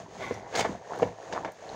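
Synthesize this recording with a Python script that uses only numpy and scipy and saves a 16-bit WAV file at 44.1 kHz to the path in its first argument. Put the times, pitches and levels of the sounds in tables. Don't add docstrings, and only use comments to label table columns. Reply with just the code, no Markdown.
import sys
import numpy as np
from scipy import signal
from scipy.io import wavfile
from scipy.ndimage import uniform_filter1d

SR = 44100
rng = np.random.default_rng(int(sys.argv[2]) if len(sys.argv) > 2 else 0)


def waveform_to_disk(signal):
    frames = np.transpose(np.atleast_2d(signal))
    scaled = np.clip(frames, -1, 1) * 32767
    samples = np.round(scaled).astype(np.int16)
    wavfile.write(sys.argv[1], SR, samples)


N = 77175
T = np.arange(N) / SR


# time in seconds, level in dB.
CHURN_LEVEL = [(0, -44), (.04, -53), (.10, -52), (.18, -47.5), (.225, -43), (.29, -42.5), (.43, -47),
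               (.51, -43.5), (.6, -43.5), (.745, -42.5), (.80, -50.5), (.86, -47), (.92, -41), (1.0, -37),
               (1.07, -40), (1.14, -48.5), (1.175, -51.5), (1.20, -44.5), (1.30, -43), (1.36, -34.5),
               (1.42, -43.5), (1.485, -41), (1.54, -56), (1.64, -45.5), (1.75, -41)]
# frequency in Hz, relative gain in dB.
GURGLE_SPECTRUM = [(100, -45.5), (250, -17.5), (430, 0), (750, 0), (1000, -6), (1300, -17.5), (1800, -12.5),
                   (2600, -32), (6000, -33)]

def gurgle(per_s=900, spread_db=2.0, decay_cycles=1.37, sizes=24):
    births = clicks(per_s, spread_db)
    size_index = rng.integers(0, sizes, N)
    out = np.zeros(N)
    for k, hz in enumerate(np.geomspace(250, 2200, sizes)):
        grain = bubble(hz, decay_cycles / hz) * (hz / 1000)
        out += signal.oaconvolve(births * (size_index == k), grain)[:N]
    return colour(out, GURGLE_SPECTRUM) * level(CHURN_LEVEL)


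# start and length in seconds, slap and spray levels in dB.
SLOSHES = [(0.205, 0.03, -40.5, -53), (0.524, 0.0095, -37, -52), (.537, .016, -35, -43),
           (0.55, 0.014, -31, -32.5), (0.569, 0.023, -30.5, -33), (.591, 0.0072, -27, -29),
           (0.603, 0.0085, -29.5, -31), (0.623, 0.0062, -32, -40), (.644, 0.014, -26.5, -45),
           (0.933, 0.016, -43, -69), (1.02, .01, -37, -47.5), (1.3232, .012, -43.5, -41),
           (1.346, 0.027, -36, -54), (1.449, 0.0073, -34.5, -49), (1.473, 0.012, -40.5, -58)]
# frequency in Hz, relative gain in dB.
SLAP_SPECTRUM = [(60, -21.5), (200, -9.5), (480, 6), (800, 5.5), (1300, -5), (1800, -4.5), (2300, -11.5),
                 (2600, -14.5), (3400, -23), (6000, -52)]
SPRAY_SPECTRUM = [(500, -12.5), (1500, -14), (2200, 9.5), (2600, -3), (3400, -0.5), (4700, -2), (6700, 0.5),
                  (8200, -10), (11000, -23.5), (13500, -35), (15200, -19)]
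# frequency in Hz, relative level in dB, seconds to fall 60 dB.
POT_MODES = [(490, -23, .12), (740, -17, .12), (945, -34, .1), (1766, 7, 0.1), (2240, -10, .14),
             (2790, -19, 0.14), (3580, 1, 0.18), (4930, 0, .1), (5820, -24, 0.09)]

def sloshes(rise_s=0.0035, fall_s=0.0087, ring_db=-48, dull_hz=7000, full_spray_db=-32):
    slap_env, spray_env = np.zeros((2, N))
    for start, length, slap_db, spray_db in SLOSHES:
        env = swell(start, rise_s, length, fall_s)
        slap_env = np.hypot(slap_env, env * amp(slap_db))
        spray_env = np.hypot(spray_env, env * amp(spray_db))
    drops = colour(clicks(per_s=7000, spread_db=2.0), SPRAY_SPECTRUM)
    coarse = signal.sosfiltfilt(signal.butter(2, dull_hz, fs=SR, output="sos"), drops)
    fineness = np.minimum(spray_env / amp(full_spray_db), 1) ** 2
    spray = spray_env * (coarse + fineness * (drops - coarse))
    slap = slap_env * colour(clicks(per_s=3000, spread_db=1), SLAP_SPECTRUM)
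    splash = slap + spray
    return splash + amp(ring_db) * signal.fftconvolve(splash, ring(POT_MODES))[:N]


# start in seconds, pitch in Hz, peak in dB, decay in seconds.
PLOPS = [(.001, 662, -33, 0.0021), (.062, 890, -39.5, 0.0021), (.123, 650, -50, 0.0051),
         (0.1553, 874, -34.5, 0.0012), (.198, 650, -38, 0.0016), (.341, 5470, -42.5, 0.0015),
         (.375, 770, -34, 0.0021), (.4665, 777, -31, 0.0011), (.5535, 4560, -30, 0.00046),
         (.561, 4500, -23, 0.00051), (.578, 680, -41, 0.0008), (.594, 858, -17.5, 0.0013),
         (.5975, 4600, -30, 0.001), (.695, 156, -34.5, 0.011), (.751, 630, -29, 0.0017),
         (.907, 894, -32, 0.0025), (.916, 810, -31, 0.00087), (.9215, 735, -22.5, .0012),
         (.935, 1160, -24.5, 0.00065), (.999, 850, -23, 0.00092), (1.0075, 670, -28, 0.0021),
         (1.186, 656, -35, 0.0013), (1.33, 166, -44.5, 0.013), (1.336, 560, -23, 0.0017),
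         (1.365, 695, -21, 0.0017), (1.3775, 1030, -18.5, 0.00082), (1.448, 790, -24, 0.0027),
         (1.459, 650, -27.5, 0.0024), (1.625, 612, -36.5, 0.0027), (1.692, 4040, -37.5, 0.0011),
         (1.699, 706, -39, 0.0017), (1.716, 647, -30.5, 0.0012)]

def plops():
    out = np.zeros(N)
    for start, hz, db, decay_s in PLOPS:
        add(out, start, amp(db) * bubble(hz, decay_s))
    return out


# start in seconds, relative level in dB.
SMACKS = [(0.5525, -3.5), (1.0296, -4.5), (1.3254, -5), (1.4477, -3.5)]
# frequency in Hz, relative gain in dB.
SMACK_SPECTRUM = [(100, -7.5), (450, 2), (800, 6.5), (1200, -12), (1650, 6), (2500, -13.5), (2850, 0),
                  (3500, -22), (4700, -18), (7000, -20), (9000, -54), (13000, -57)]

def smacks(average_db=-50, decay_s=0.0026):
    env, t = np.zeros(N), T[:SR // 20]
    for start, db in SMACKS:
        add(env, start, amp(db) * np.exp(-t / decay_s))
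    return amp(average_db) * colour(env * rng.standard_normal(N), SMACK_SPECTRUM)


# start in seconds, gain in dB, thud pitch in Hz.
KNOCKS = [(0.3093, -19, 462), (.3180, -26.5, 316), (.6930, -22, 340), (0.7084, -37, 263),
          (1.0221, -14.5, 475), (1.0286, -10, 574), (1.061, -33, 283)]
# frequency in Hz, relative level in dB, seconds to fall 60 dB.
KNOCK_MODES = [(106, -28, 0.44), (149, -32.5, 0.068), (272, -15, 0.11), (479.6, -8.5, .07),
               (650, -22.5, .07), (984, -18, 0.11), (1790, -19.5, 0.027), (1940, -37, 0.064),
               (2170, -30.5, 0.063), (2300, -30, .08), (2720, -27, 0.028)]

def knocks(thud_db=-3, thud_s=0.0021, contact_s=0.00026):
    out = np.zeros(N)
    for start, db, hz in KNOCKS:
        blow = ring(KNOCK_MODES)
        add(blow, 0, amp(thud_db) * bubble(hz, thud_s, glide_per_s=0))
        onset = 1 - np.exp(-T[:len(blow)] / contact_s)
        add(out, start, amp(db) * blow * onset)
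    return high_pass(out, hz=92)


# time in seconds, level in dB.
HEAVE_LEVEL = [(0, -48), (.1, -53.5), (.25, -46.5), (.36, -46.5), (.51, -57), (.58, -42), (.71, -41),
               (.85, -62.5), (.98, -48.5), (1.05, -38), (1.2, -69.5), (1.3, -53.5), (1.37, -48.5),
               (1.47, -49), (1.54, -66.5), (1.75, -47.5)]
# frequency in Hz, relative gain in dB.
HEAVE_SPECTRUM = [(20, -52), (38, -35), (52, -2), (80, -6), (108, 4.5), (160, 0.5), (270, -2), (400, -2),
                  (900, -57)]

def heave():
    return colour(clicks(per_s=1500, spread_db=7), HEAVE_SPECTRUM) * level(HEAVE_LEVEL)


# frequency and width in Hz, relative level in dB.
SCRAPE_MODES = [(1122, 42, 0.5), (1474, 82, -2.5), (2093, 130, 3.5), (2230, 92, -8), (3410, 390, -3.5)]
SCRAPE_START_S, SCRAPE_RISE_S = 0.181, 0.053

def scrape(peak_db=-40.5, fall_s=0.087):
    t = T[:SR // 10]
    body = sum(amp(db) * np.sqrt(width) * np.exp(-np.pi * width * t) * np.sin(2 * np.pi * hz * t)
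               for hz, width, db in SCRAPE_MODES)
    slips = clicks(per_s=1500, spread_db=0.5)
    env = swell(SCRAPE_START_S, SCRAPE_RISE_S, SCRAPE_RISE_S, fall_s)
    return amp(peak_db) * env * unit(signal.fftconvolve(slips, body)[:N])


# time in seconds, level in dB.
RUB_LEVEL = [(0, -52), (.07, -64.5), (.10, -59.5), (.15, -54), (.24, -50.5), (.35, -53), (.42, -61.5),
             (.46, -62.5), (.52, -53), (.64, -50), (.72, -52.5), (.80, -63), (.92, -54), (1.03, -51),
             (1.15, -62), (1.22, -56.5), (1.36, -53), (1.52, -62.5), (1.62, -57), (1.75, -52)]
# frequency in Hz, relative gain in dB.
RUB_SPECTRUM = [(500, -26), (1200, 5), (1800, 3.5), (2600, 1.5), (3500, 0), (5400, -2), (6600, 3.5),
                (8000, -12.5), (11000, -24), (13500, -43), (15200, -21)]

def rub(hiss_gain=0.99):
    fizz = clicks(per_s=2500, spread_db=5) + hiss_gain * rng.standard_normal(N)
    return colour(fizz, RUB_SPECTRUM) * level(RUB_LEVEL)


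def shaft_tone(hz=2038, width_hz=86, peak_db=-49.5, fall_s=0.14):
    t = T[:SR // 10]
    mode = np.exp(-np.pi * width_hz * t) * t * np.sin(2 * np.pi * hz * t)
    env = swell(SCRAPE_START_S, SCRAPE_RISE_S, SCRAPE_RISE_S, fall_s)
    return amp(peak_db) * env * unit(signal.fftconvolve(rng.standard_normal(N), mode)[:N])


# start in seconds, level in dB.
DROPLETS = [(0.3423, -51), (0.96, -52), (.989, -47), (1.52, -43.5)]
# frequency in Hz, relative gain in dB.
DROPLET_SPECTRUM = [(2000, -28), (5500, -4), (8200, -2), (10800, -8), (13000, -10), (15000, -10.5)]

def droplets(decay_s=0.00087):
    env, t = np.zeros(N), T[:SR // 50]
    for start, db in DROPLETS:
        add(env, start, amp(db) * np.exp(-t / decay_s))
    return env * colour(rng.standard_normal(N), DROPLET_SPECTRUM)


# frequency in Hz, seconds to fall 60 dB.
ROOM_DECAY = [(100, 0.2), (1000, 0.21), (8000, 0.22)]

def room(x, gap_s=0.004):
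    noise = rng.standard_normal(SR // 2) * (T[:SR // 2] > gap_s)
    hz, t, bands = signal.stft(noise, SR, nperseg=256)
    fade = amp(-60 * t / value_at(ROOM_DECAY, hz)[:, None])
    tail = signal.istft(bands * fade, SR, nperseg=256)[1]
    return signal.fftconvolve(x, tail / np.linalg.norm(tail))[:N]


def bubble(hz, decay_s, glide_per_s=22.5):
    t = np.arange(0, 10 * decay_s, 1 / SR)
    env = np.sqrt(2 * np.e * t / decay_s) * np.exp(-t / decay_s)
    return env * np.sin(2 * np.pi * hz * t * (1 + glide_per_s * t / 2))


def clicks(per_s, spread_db):
    size = amp(spread_db * np.minimum(rng.exponential(1, N), 3))
    train = size * rng.choice([-1, 1], N) * (rng.random(N) < per_s / SR)
    local_power = abs(uniform_filter1d(train ** 2, size=1100))
    return train / np.sqrt(local_power + per_s / SR / 10)


def ring(modes):
    t = T[:SR // 2]
    return sum(amp(db - 60 * t / t60) * np.sin(2 * np.pi * hz * t) for hz, db, t60 in modes)


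def swell(start, rise_s, length_s, fall_s):
    age = T - start
    return np.clip(age / rise_s, 0, 1) * np.exp(-np.maximum(age - length_s, 0) / fall_s)


def colour(x, spectrum):
    hz = abs(np.fft.fftfreq(4096, 1 / SR))
    log_gain = np.log(amp(value_at(spectrum, hz)))
    response = np.exp(np.conj(signal.hilbert(log_gain)))
    taps = np.fft.ifft(response).real[:2048]
    return unit(signal.fftconvolve(x, taps)[:N])


def value_at(points, hz):
    freqs, values = np.transpose(points)
    return np.interp(np.log(hz + 1), np.log(freqs + 1), values)


def level(points):
    return amp(np.interp(T, *np.transpose(points)))


def amp(db):
    return 10 ** (np.asarray(db) / 20)


def unit(x):
    return x / np.sqrt(np.mean(x ** 2) + 1e-20)


def add(mix, start, sound):
    part = mix[max(round(start * SR), 0):][:len(sound)]
    part += sound[:len(part)]


def high_pass(x, hz):
    return signal.sosfilt(signal.butter(4, hz, "highpass", fs=SR, output="sos"), x)


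def scene(room_db=-11):
    liquid = gurgle() + rub() + heave() + sloshes() + smacks() + plops() + droplets()
    direct = liquid + knocks() + scrape() + shaft_tone()
    return (direct + amp(room_db) * room(direct))[None]


def record(dry, bass_cut_hz=43, top_hz=15800):
    band_limit = signal.firwin(511, top_hz, window=("kaiser", 9), fs=SR)
    return signal.oaconvolve(high_pass(dry, bass_cut_hz), band_limit[None], "same")


dry = scene()
out = record(dry)
waveform_to_disk(out)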